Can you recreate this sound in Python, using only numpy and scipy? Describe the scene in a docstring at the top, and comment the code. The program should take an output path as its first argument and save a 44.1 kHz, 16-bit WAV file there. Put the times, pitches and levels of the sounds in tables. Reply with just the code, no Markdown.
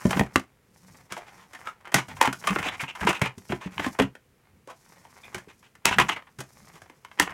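"""Disc cases in a plastic drawer

Plastic cases are lifted, shuffled and dropped close to the microphone. Their shells clack
together and the hollow drawer thuds under them; between blows they scrape, tick and skid
by stick-slip. A sleeve rustles faintly, and a small furnished room answers."""
import sys
import numpy as np
from scipy import signal
from scipy.fft import rfft, irfft
from scipy.io import wavfile
from scipy.ndimage import uniform_filter1d

SR = 44100
rng = np.random.default_rng(int(sys.argv[2]) if len(sys.argv) > 2 else 0)


def digitize_waveform(pressure):
    """Quantize a signal to 16-bit integers and store it at the path in sys.argv[1].

    Rows of a 2-D input are taken as channels; values are limited to [-1, 1].
    """
    field = np.atleast_2d(pressure).T
    bounded = np.clip(field, -1, 1)
    quanta = np.round(bounded * 32767).astype(np.int16)
    wavfile.write(sys.argv[1], SR, quanta)


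N = 323253
TIME_S = np.arange(N) / SR
BLOW_SAMPLES = round(0.008 * SR)

# hand pushes a case along its neighbours: (peak time [s], level [dB], build-up [s], let-go [s])
PUSHES = [(.04, -35.5, 0.093, 0.32), (.97, -56, 0.26, 0.095), (1.32, -50, 0.3, 0.21),
          (1.65, -45, 0.21, 0.076), (1.92, -42.5, 0.14, 0.13), (2.26, -35, 0.14, 0.037),
          (2.48, -31.5, 0.079, 0.36), (2.68, -34.5, 0.14, 0.12), (3.1, -25.5, 0.12, 0.043),
          (3.27, -32, 0.14, 0.049), (3.71, -48.5, 0.36, .3), (3.98, -39.5, 0.055, 0.06),
          (4.47, -64, .1, 0.22), (4.95, -59, 0.31, .2), (5.31, -51, 0.37, 0.21), (6.0, -39.5, 0.12, 0.23),
          (6.66, -56, 0.34, 0.73), (7.27, -39, 0.11, 0.24)]


def amp(db):
    """Decibels to gain."""
    return 10 ** (np.asarray(db) / 20)


def unit_rms(x):
    """Scale to rms 1."""
    return x / np.sqrt(np.mean(x ** 2) + 1e-20)


def unit_blow(x):
    """Scale to the energy of BLOW_SAMPLES at rms 1."""
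    return x * np.sqrt(BLOW_SAMPLES / (np.sum(x ** 2) + 1e-20))


def lookup(points, hz):
    """Interpolate a table over log frequency."""
    points_hz, values = np.transpose(points)
    return np.interp(np.log(hz + 1), np.log(points_hz + 1), values)


def add(mix, start_s, sound):
    """Mix a sound in at start_s."""
    part = mix[max(round(start_s * SR), 0):][:len(sound)]
    part += sound[:len(part)]


def band(x, low_hz, high_hz):
    """Causal band-pass."""
    return signal.sosfilt(signal.butter(3, [low_hz, high_hz], "band", fs=SR, output="sos"), x)


def coloured(x, db_at, size=4096):
    """Minimum-phase filter with response db_at(hz)."""
    log_gain = np.log(amp(db_at(abs(np.fft.fftfreq(size, 1 / SR)))))
    taps = np.fft.ifft(np.exp(np.conj(signal.hilbert(log_gain)))).real
    return signal.oaconvolve(x, taps[:size // 2])[:len(x)]


def noise(spectrum):
    """Steady coloured noise, rms 1."""
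    return unit_rms(coloured(rng.standard_normal(N), lambda hz: lookup(spectrum, hz)))


def wander(rate_hz, size=4096):
    """Slow random drift, rms 1."""
    t = np.linspace(0, N / SR, size)
    lowpass = np.exp(-(np.fft.rfftfreq(size, t[1]) / rate_hz) ** 2)
    drift = irfft(rfft(rng.standard_normal(size)) * lowpass)
    return np.interp(TIME_S, t, unit_rms(drift))


def hump(hz, centre_hz, width_hz):
    """Resonance shape, 1 at its centre."""
    return 1 / (1 + (2 * (hz - centre_hz) / width_hz) ** 2)


def slips(per_s, spread_db):
    """Random stick-slip clicks, a few of them large."""
    sizes = amp(spread_db * np.minimum(rng.exponential(1, N), 4))
    return sizes * rng.choice([-1, 1], N) * (rng.random(N) < per_s / SR)


def effort_db(efforts, swell_db=20, curve=1.35):
    """Strongest effort at each instant; each spans swell_db over its build-up and its let-go."""
    levels_db = [db - swell_db * np.maximum((peak_s - TIME_S) / up_s, (TIME_S - peak_s) / down_s) ** curve
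                 for peak_s, db, up_s, down_s in efforts]
    return np.max(levels_db, axis=0)


def shell_db(hz):
    """Response of a case: narrow modes on a broad slope."""
    # broad response: (frequency [Hz], gain [dB])
    slope = [(120, -3.5), (300, 1), (560, -0.5), (900, 3.5), (1500, 5), (2400, 1), (3300, -3.5),
             (3850, -11), (4350, -15), (7500, -18), (11000, -22.5), (15000, -33)]
    # shell modes: (frequency [Hz], width [Hz], gain re slope [dB])
    modes = [(668, 35, 3), (897, 58, 2.5), (1004, 50, 3.5), (1220, 76, -1), (1759, 30, -0.5),
             (2070, 87, 1.5), (2580, 7, 4), (3100, 25, 5), (3520, 30, -3.5), (5000, 41, 3), (5440, 38, 1.5),
             (5820, 65, 2), (6400, 110, 3), (7370, 160, 2), (9350, 80, -0.5)]
    return lookup(slope, hz) + sum(db * hump(hz, mode_hz, width_hz) for mode_hz, width_hz, db in modes)


def scrape(gain_db=-2, grip_db=4, grip_hz=35, bite_db=-47, bite_range_db=3):
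    """Fingers rub dully; under more pressure the plastic bites and slips ring the shells."""
    # fingers on a case: (frequency [Hz], gain [dB])
    fingers = [(150, -11), (300, -8.5), (480, -4.5), (650, -5), (900, 0.5), (1400, -7), (2150, -5),
               (2800, -16.5), (4000, -20.5), (12000, -42.5)]
    push_db = effort_db(PUSHES)
    bite = 1 / (2 + np.exp((bite_db - push_db) / bite_range_db))
    friction = slips(per_s=700, spread_db=5) * amp(grip_db * wander(grip_hz))
    plastic = unit_rms(band(coloured(friction, shell_db), 280, 3800))
    skin = unit_rms(coloured(friction, lambda hz: lookup(fingers, hz)))
    return amp(gain_db + push_db) * (bite * plastic + (1 - bite) * skin)


def hiss_and_rumble(hiss_db=-2.5, rumble_db=-2, sway_db=-3.5, flutter_db=3, lumps_db=3):
    """Soft high hiss of sleeve swishes and a knock's brief tail; the jostled drawer rumbles."""
    # sleeve swishes and one hissy knock tail: (peak time [s], length [s], relative level [dB])
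    hiss_swells = [(0.101, 0.22, -44.5), (0.368, 0.066, -50), (0.894, 0.29, -59), (1.363, 0.34, -61),
                   (1.647, 0.13, -56.5), (2.18, 0.38, -60), (2.51, 0.25, -47.5), (2.81, 0.072, -50.5),
                   (3.092, 0.23, -51.5), (3.506, 0.2, -54.5), (3.848, .2, -48.5), (4.89, 0.28, -61),
                   (5.236, 0.38, -61), (5.6, .24, -68.5), (6.04, .16, -53.5), (6.641, 0.52, -59),
                   (7.3, 0.38, -61)]
    # high hiss: (frequency [Hz], gain [dB])
    hiss_spectrum = [(1000, -12), (3000, -6), (5500, 8), (8000, 3.5), (12500, -0.5), (15500, -9.5)]
    # drawer jostles: (peak time [s], relative level [dB], build-up [s], let-go [s])
    jostles = [(.2, -24, 0.054, 0.043), (.88, -56.5, 0.19, 0.28), (2.14, -46, 0.14, .18),
               (2.58, -41.5, 0.18, 0.23), (3.84, -47.5, 0.21, .1), (4.55, -57.5, .1, 0.11),
               (6.0, -33.5, 0.063, 0.14), (6.14, -41.5, .1, 0.051), (6.6, -61.5, 0.2, 0.45),
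               (7.33, -51, .12, .1)]
    # drawer rumble: (frequency [Hz], gain [dB])
    rumble_spectrum = [(20, -5.5), (45, -5), (80, 1), (190, 6.5), (290, -7), (420, -16), (800, -24),
                       (2000, -36.5)]
    envelope = sum(amp(db) * np.exp(-(2 * (TIME_S - peak_s) / length_s) ** 2)
                   for peak_s, length_s, db in hiss_swells)
    grains = slips(per_s=4000, spread_db=4) * amp(flutter_db * wander(rate_hz=40))
    hiss = unit_rms(coloured(grains, lambda hz: lookup(hiss_spectrum, hz)))
    shaking = amp(effort_db(jostles)) + amp(sway_db) * envelope
    rumble = unit_rms(noise(rumble_spectrum) * amp(lumps_db * wander(rate_hz=25)))
    return amp(hiss_db) * envelope * hiss + amp(rumble_db) * shaking * rumble


def even_burst(burst, blur_hz=900):
    """Flatten a noise burst's broad spectrum so each clack keeps its set tone colour."""
    hz = np.fft.rfftfreq(len(burst), 1 / SR)
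    power = uniform_filter1d(abs(rfft(burst)) ** 2, max(round(blur_hz / hz[1]), 1))
    flatten_db = -10 * np.log10(abs(power) + 1e-12)
    return coloured(burst, lambda f: np.interp(f, hz, flatten_db), size=512)


def clack(face_db, body_db, edge_db, ring_hz, t60_s, chatter, ring_db=8, trim_db=-1.5):
    """Two shells snap together and buzz briefly; the struck spot favours one resonance."""
    t = np.arange(len(chatter)) / SR
    rise_s = 0.0024 * (t60_s / 0.055) ** 2  # glancing blows start softly and last longer
    closing = 1 - np.exp(-t / rise_s)
    force = even_burst(chatter * closing * amp(-60 * t / t60_s))
    shell = coloured(force, lambda hz: shell_db(hz) + ring_db * hump(hz, ring_hz, 0.19 * ring_hz))
    body = amp(body_db + trim_db) * unit_blow(band(shell, 250, 720))
    face = unit_blow(band(shell, 700, 4600))
    edge = amp(edge_db + trim_db) * unit_blow(band(shell, 4900, 17000))
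    return amp(face_db) * (body + face + edge)


def ticks(count=55, tick_db=-50.5, ref_push_db=-46, db_per_db=0.96, spread_db=1.5, crowding=0.45):
    """Fingers and loose cases catch at random, louder and denser under a harder push."""
    out, push_db = np.zeros(N), effort_db(PUSHES)
    travel = np.cumsum(amp(crowding * push_db))
    onsets = np.searchsorted(travel, (np.arange(count) + rng.random(count)) * travel[-1] / count)
    scatters_db = spread_db * rng.standard_normal(count)
    for onset, scatter_db, chatter in zip(onsets, scatters_db, rng.standard_normal((count, 4096))):
        db = tick_db + db_per_db * (push_db[onset] - ref_push_db) + scatter_db
        tick = clack(db, body_db=-7, edge_db=-7, ring_hz=1200, t60_s=0.024, chatter=chatter)
        add(out, onset / SR, tick)
    return out


def thuds(gain_db=2, rise_s=0.0072, walls_db=-4, push_db=-8, push_s=0.00092, size=8192):
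    """A soft push swings the stack at one low pitch and stirs the drawer's wall modes."""
    # stack and drawer take a load: (time [s], relative level [dB], pitch [Hz], t60 [s])
    loads = [(.053, -18.5, 213, 0.02), (.074, -31.5, 192, 0.08), (0.162, -24.5, 267, 0.1),
             (.198, -18.5, 210, 0.048), (.206, -23, 98, 0.031), (.358, -22.5, 285, 0.022),
             (0.371, -34, 201, 0.065), (1.115, -43.5, 179.4, .1), (1.941, -28.5, 260, 0.06),
             (1.947, -26.5, 128, 0.086), (2.276, -26, 268, .044), (2.503, -28.5, 186, 0.079),
             (2.524, -35, 214, 0.052), (2.829, -39.5, 148, 0.064), (3.015, -32, 79.5, 0.057),
             (3.049, -28.5, 198, .051), (3.085, -26, 325, 0.038), (3.217, -24.5, 130, .08),
             (3.376, -41.5, 204, 0.039), (3.499, -28.5, 195, 0.072), (3.528, -27, 353, 0.031),
             (3.659, -34, 185, 0.031), (3.793, -30.5, 284, 0.035), (3.866, -27.5, 263, 0.021),
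             (3.996, -20.5, 430, 0.057), (4.001, -25, 267.6, 0.12), (4.043, -34, 142.6, 0.04),
             (5.344, -38.5, 370, 0.066), (5.473, -51, 402, .026), (5.856, -31, 195, 0.13),
             (5.909, -35, 89, 0.052), (5.985, -26.5, 266, .11), (6.012, -32, 142.3, 0.068),
             (6.385, -40.5, 136, 0.13), (7.202, -31, 286, 0.035), (7.206, -35, 170.6, 0.068)]
    # hollow drawer response: (frequency [Hz], gain [dB])
    drawer = [(30, -31.5), (70, -13), (105, -4.5), (135, 3.5), (160, -3), (198, 8.5), (232, -9), (270, 2),
              (320, -6.5), (400, -0.5), (600, -28), (1500, -59.5)]
    out, t = np.zeros(N), np.arange(size) / SR
    push = unit_blow(band((1 - t / push_s) * np.exp(-t / push_s), 37, 170))
    for (start_s, db, pitch_hz, t60_s), stir in zip(loads, rng.standard_normal((len(loads), size))):
        envelope = (1 - np.exp(-t / rise_s)) * amp(-60 * t / t60_s)
        swing = unit_blow(envelope * np.sin(2 * np.pi * pitch_hz * t))
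        walls = unit_blow(coloured(envelope * stir, lambda hz: lookup(drawer, hz)))
        add(out, start_s, amp(db) * (swing + amp(walls_db) * walls + amp(push_db) * push))
    return amp(gain_db) * out


def knocks(rebound_db=-21, min_delay_s=0.012, delay_spread_s=0.03):
    """Case strikes case, then rocks back once, more softly."""
    # blows: (time [s], face level [dB], body offset [dB], edge offset [dB], ring [Hz], t60 [s])
    blows = [(.054, -37, 14.5, -5.5, 576, 0.028), (.107, -25.5, -1.5, -6, 780, .032),
             (.129, -24, -4.5, -20, 1210, 0.034), (0.168, -27, -0.5, -17, 1130, 0.052),
             (.194, -20, -1.5, -10.5, 1890, 0.02), (0.209, -30, 10.5, -29, 830, 0.023),
             (.358, -13.5, -11.5, -12, 1290, 0.021), (.396, -39.5, 1, -4.5, 1180, 0.027),
             (.944, -55, 1, -15, 1150, 0.039), (1.122, -32.5, -8, -3, 1920, 0.023),
             (1.166, -36, -4, -15, 935, 0.03), (1.174, -40, 4.5, -7, 750, 0.055),
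             (1.532, -44, -6, -5, 2000, 0.04), (1.547, -39.5, -14, -10, 1850, 0.044),
             (1.672, -32, -10, -18, 1310, 0.016), (1.852, -41.5, -15, -16.5, 1423, .05),
             (1.918, -38, -5.5, -7.5, 1800, 0.051), (1.942, -14.5, -5, -2, 1920, 0.027),
             (1.981, -33.5, 3.5, -5, 1020, 0.033), (2.082, -43, -0.5, -4, 1398, 0.06),
             (2.166, -40.5, -18, -8, 1010, 0.051), (2.212, -12, -6, -11, 960, 0.026),
             (2.224, -22.5, -10, -6.5, 940, 0.038), (2.253, -21, -12.5, -13.5, 930, 0.043),
             (2.274, -21.5, -11, -16.5, 885, .022), (2.327, -30, -9, -5, 1400, 0.035),
             (2.439, -34.5, -5, -18.5, 1017, 0.031), (2.471, -18, -10.5, -10.5, 1180, 0.042),
             (2.56, -23, -1, -27, 1360, 0.019), (2.584, -27, -5, -11, 1970, 0.068),
             (2.627, -29, -13, -13.5, 2470, .034), (2.659, -35.5, 5.5, -13.5, 1880, 0.054),
             (2.684, -29.5, -30, -12, 2820, 0.045), (2.802, -28, -36, -7.5, 2060, 0.1),
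             (2.835, -30, -30.5, -24, 917, 0.04), (2.95, -35, -21.5, -12, 963, 0.068),
             (3.008, -28.5, -8, -14.5, 1740, 0.057), (3.032, -42, 8.5, -8, 824, 0.018),
             (3.069, -15.5, -4.5, -18, 960, 0.053), (3.089, -26, 0, -2.5, 2760, 0.043),
             (3.128, -28, -22, -13.5, 1040, .032), (3.215, -20, -3.5, -10, 2320, 0.04),
             (3.259, -28.5, -7, -14, 2853, .024), (3.38, -51, -6.5, 3, 1155, 0.035),
             (3.491, -34.5, -1.5, -19, 2730, 0.14), (3.52, -27, -0.5, -19.5, 940, 0.043),
             (3.61, -39.5, -14, -15, 1058, .066), (3.78, -28.5, -25, -26, 3000, 0.011),
             (3.795, -25.5, -3.5, -18, 1640, 0.038), (3.843, -26, -9.5, -17, 1800, 0.043),
             (3.863, -31, 1, -10.5, 1050, .021), (3.988, -23, 2.5, -11.5, 1250, 0.045),
             (3.998, -18, -2.5, -16, 524, 0.026), (4.018, -26.5, -4, -11.5, 2870, 0.056),
             (4.152, -45, -2.5, -11.5, 1760, 0.019), (4.674, -53, 11.5, -2, 560, 0.022),
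             (4.697, -43.5, 1, -7.5, 800, 0.071), (5.051, -51, 1.5, -15, 970, 0.016),
             (5.345, -31.5, -10, -5, 2090, 0.031), (5.379, -41, -6.5, -6.5, 1700, 0.042),
             (5.627, -54, -10, -12, 1020, .035), (5.752, -51, -15.5, -6.5, 1764, 0.031),
             (5.855, -16.5, -7.5, 2, 2540, 0.011), (5.91, -26.5, -1.5, -18, 960, 0.032),
             (5.927, -24, -22, -26, 1730, 0.02), (5.984, -11.5, -9.5, -16.5, 1810, 0.04),
             (5.998, -13, -11, -14.5, 1010, 0.031), (6.012, -24, -21, -17.5, 1184, 0.033),
             (6.09, -23, -25, -14.5, 860, .022), (6.095, -20, -10, -17, 3080, 0.024),
             (6.16, -31.5, -9, -21, 2050, 0.075), (6.222, -49, -8.5, -19, 1056, 0.025),
             (6.268, -50, -13.5, -21, 1074, 0.063), (6.386, -40.5, -8, -3, 1590, 0.053),
             (6.403, -36.5, -0.5, 0, 1590, 0.044), (6.754, -53, 3, -3, 1150, 0.033),
             (6.818, -46.5, -2.5, -7.5, 1630, 0.027), (6.898, -48.5, 1, -11, 2180, 0.023),
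             (7.048, -40.5, -14, -12, 925, 0.021), (7.114, -45.5, -14, -19, 980, 0.025),
             (7.186, -28.5, -6, -18, 3030, 0.13), (7.198, -13, -10, -5.5, 1880, 0.017),
             (7.2181, -26, -4.5, -4, 3000, 0.059), (7.294, -39.5, -9, -19.5, 1620, 0.036)]
    out = np.zeros(N)
    chatters = rng.standard_normal((len(blows), 4096))
    delays_s = min_delay_s + delay_spread_s * rng.random(len(blows))
    for (start_s, *blow), chatter, delay_s in zip(blows, chatters, delays_s):
        hit = clack(*blow, chatter)
        add(out, start_s, hit)
        add(out, start_s + delay_s, amp(rebound_db) * hit)
    return out


def skids(gain_db=-2, relative_width=0.28, taper=0.61):
    """A corner skids over plastic: a swell of dense slips ringing at one pitch."""
    # strokes: (start [s], length [s], relative level [dB], squeak [Hz], squeak boost [dB])
    strokes = [(1.097, 0.046, -44.5, 1800, 3), (1.258, 0.045, -53, 1300, 3), (1.36, 0.1, -56, 1100, 6.5),
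               (1.646, 0.064, -41.5, 1310, 17.5), (1.942, 0.068, -28, 1440, 3.5),
               (2.08, 0.056, -44.5, 2240, 6), (2.229, 0.051, -27, 930, 8), (2.481, 0.023, -28.5, 2600, 12),
               (2.629, 0.063, -32, 2630, 7.5), (2.677, 0.018, -33.5, 3640, 17), (2.709, .06, -40, 2240, 9),
               (2.792, .026, -33, 2360, 20), (2.871, 0.05, -37.5, 2720, 15.5),
               (3.061, 0.061, -26.5, 2660, 15), (3.129, 0.056, -35.5, 2660, 11),
               (3.219, 0.072, -33, 2470, 12), (3.598, 0.091, -45.5, 2700, 4), (3.71, 0.053, -53, 2310, 6),
               (3.802, .099, -39, 1990, 3), (4.674, 0.054, -46.5, 1106, 17),
               (5.227, 0.047, -50.5, 2410, 38), (5.229, 0.03, -55, 3470, 26), (5.477, .049, -53, 2380, 4.5),
               (5.624, .06, -59, 2880, 6), (5.845, .062, -23.5, 2725, 6.5), (5.908, 0.047, -29.5, 2740, 10),
               (6, 0.031, -24.5, 2700, 11.5), (6.083, 0.013, -32, 6700, 13),
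               (6.098, 0.049, -33.5, 2780, 10.5), (6.723, 0.075, -56, 1190, 1)]
    # plastic on plastic: (frequency [Hz], gain [dB])
    sliding = [(150, -19.5), (350, -5), (580, -10), (900, 2.5), (1300, -4), (2000, -2.5), (3300, -7.5),
               (3800, -10.5), (4300, -16.5), (7000, -16), (11000, -28.5), (15000, -37)]
    out, friction = np.zeros(N), slips(per_s=5000, spread_db=2)
    for start_s, length_s, db, squeak_hz, boost_db in strokes:
        stroke = friction[round(start_s * SR):][:max(round(length_s * SR), BLOW_SAMPLES)]
        stroke = np.pad(stroke * signal.windows.tukey(len(stroke), taper), (0, BLOW_SAMPLES))
        width_hz = relative_width * squeak_hz
        skid = coloured(stroke, lambda hz: lookup(sliding, hz) + boost_db * hump(hz, squeak_hz, width_hz))
        add(out, start_s, amp(db) * unit_rms(skid))
    return amp(gain_db) * out


def room(x, first_echo_s=0.0044, echoes_per_s=3000, size=16384):
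    """Sparse echoes off drawer walls, furniture and room; each band decays at its own rate."""
    # room decay: (frequency [Hz], t60 [s])
    decay = [(100, 0.15), (300, 0.18), (1000, 0.15), (3000, 0.14), (7000, 0.15), (14000, 0.12)]
    # echo strength: (frequency [Hz], gain [dB])
    strength = [(100, -4.5), (400, -11), (1000, -7), (3000, -7), (7000, -9), (14000, -10)]
    taps = rng.choice([-1., 1.], size) * (rng.random(size) < echoes_per_s / SR)
    taps *= np.arange(size) > first_echo_s * SR
    hz, t, spectra = signal.stft(taps, SR, nperseg=256)
    tail = signal.istft(spectra * amp(-60 * t / lookup(decay, hz)[:, None]), SR)[1]
    tail = coloured(tail / np.linalg.norm(tail), lambda f: lookup(strength, f))
    return signal.oaconvolve(x, tail)[:N]


def moving_echoes(direct, turn_hz=1.7, patterns=3):
    """The cases change place, so the echoes shift in level and pattern."""
    # room share, set by distance from the microphone: (time [s], send [dB])
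    distance = [(0, 1.5), (.36, -5.5), (1.2, 2.5), (2.2, -0.5), (3.1, -3.5), (4.0, -1), (5.3, 2.5),
                (6.0, -3), (7.2, -1)]
    send = direct * amp(np.interp(TIME_S, *np.transpose(distance)))
    angle = 2 * np.pi * turn_hz * TIME_S
    echoes = sum(room(send * np.cos(angle + np.pi * k / patterns)) for k in range(patterns))
    return echoes * np.sqrt(2 / patterns)


def air(level_db=-64):
    """Quiet, steady room air."""
    # air noise: (frequency [Hz], gain [dB])
    spectrum = [(18, -31), (30, -7.5), (134, -1), (303, -10.5), (512, -9), (584, -17), (2170, -19),
                (3980, -27.5), (11700, -29.5), (16000, -33)]
    return amp(level_db) * noise(spectrum)


def scene():
    """Cases, drawer and sleeve in the room; mono."""
    direct = knocks() + ticks() + thuds() + skids() + scrape() + hiss_and_rumble()
    return (direct + moving_echoes(direct) + air())[None]


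def record(dry, low_hz=35, high_hz=16300):
    """Microphone: bass cut, clip at full scale, band limit."""
    bass_cut = signal.butter(2, low_hz, "high", fs=SR, output="sos")
    clipped = np.clip(signal.sosfilt(bass_cut, dry), -1, 1)
    band_limit = signal.firwin(401, high_hz, window=("kaiser", 9), fs=SR)
    return signal.oaconvolve(clipped, band_limit[None], "same")


dry = scene()
out = record(dry)
digitize_waveform(out)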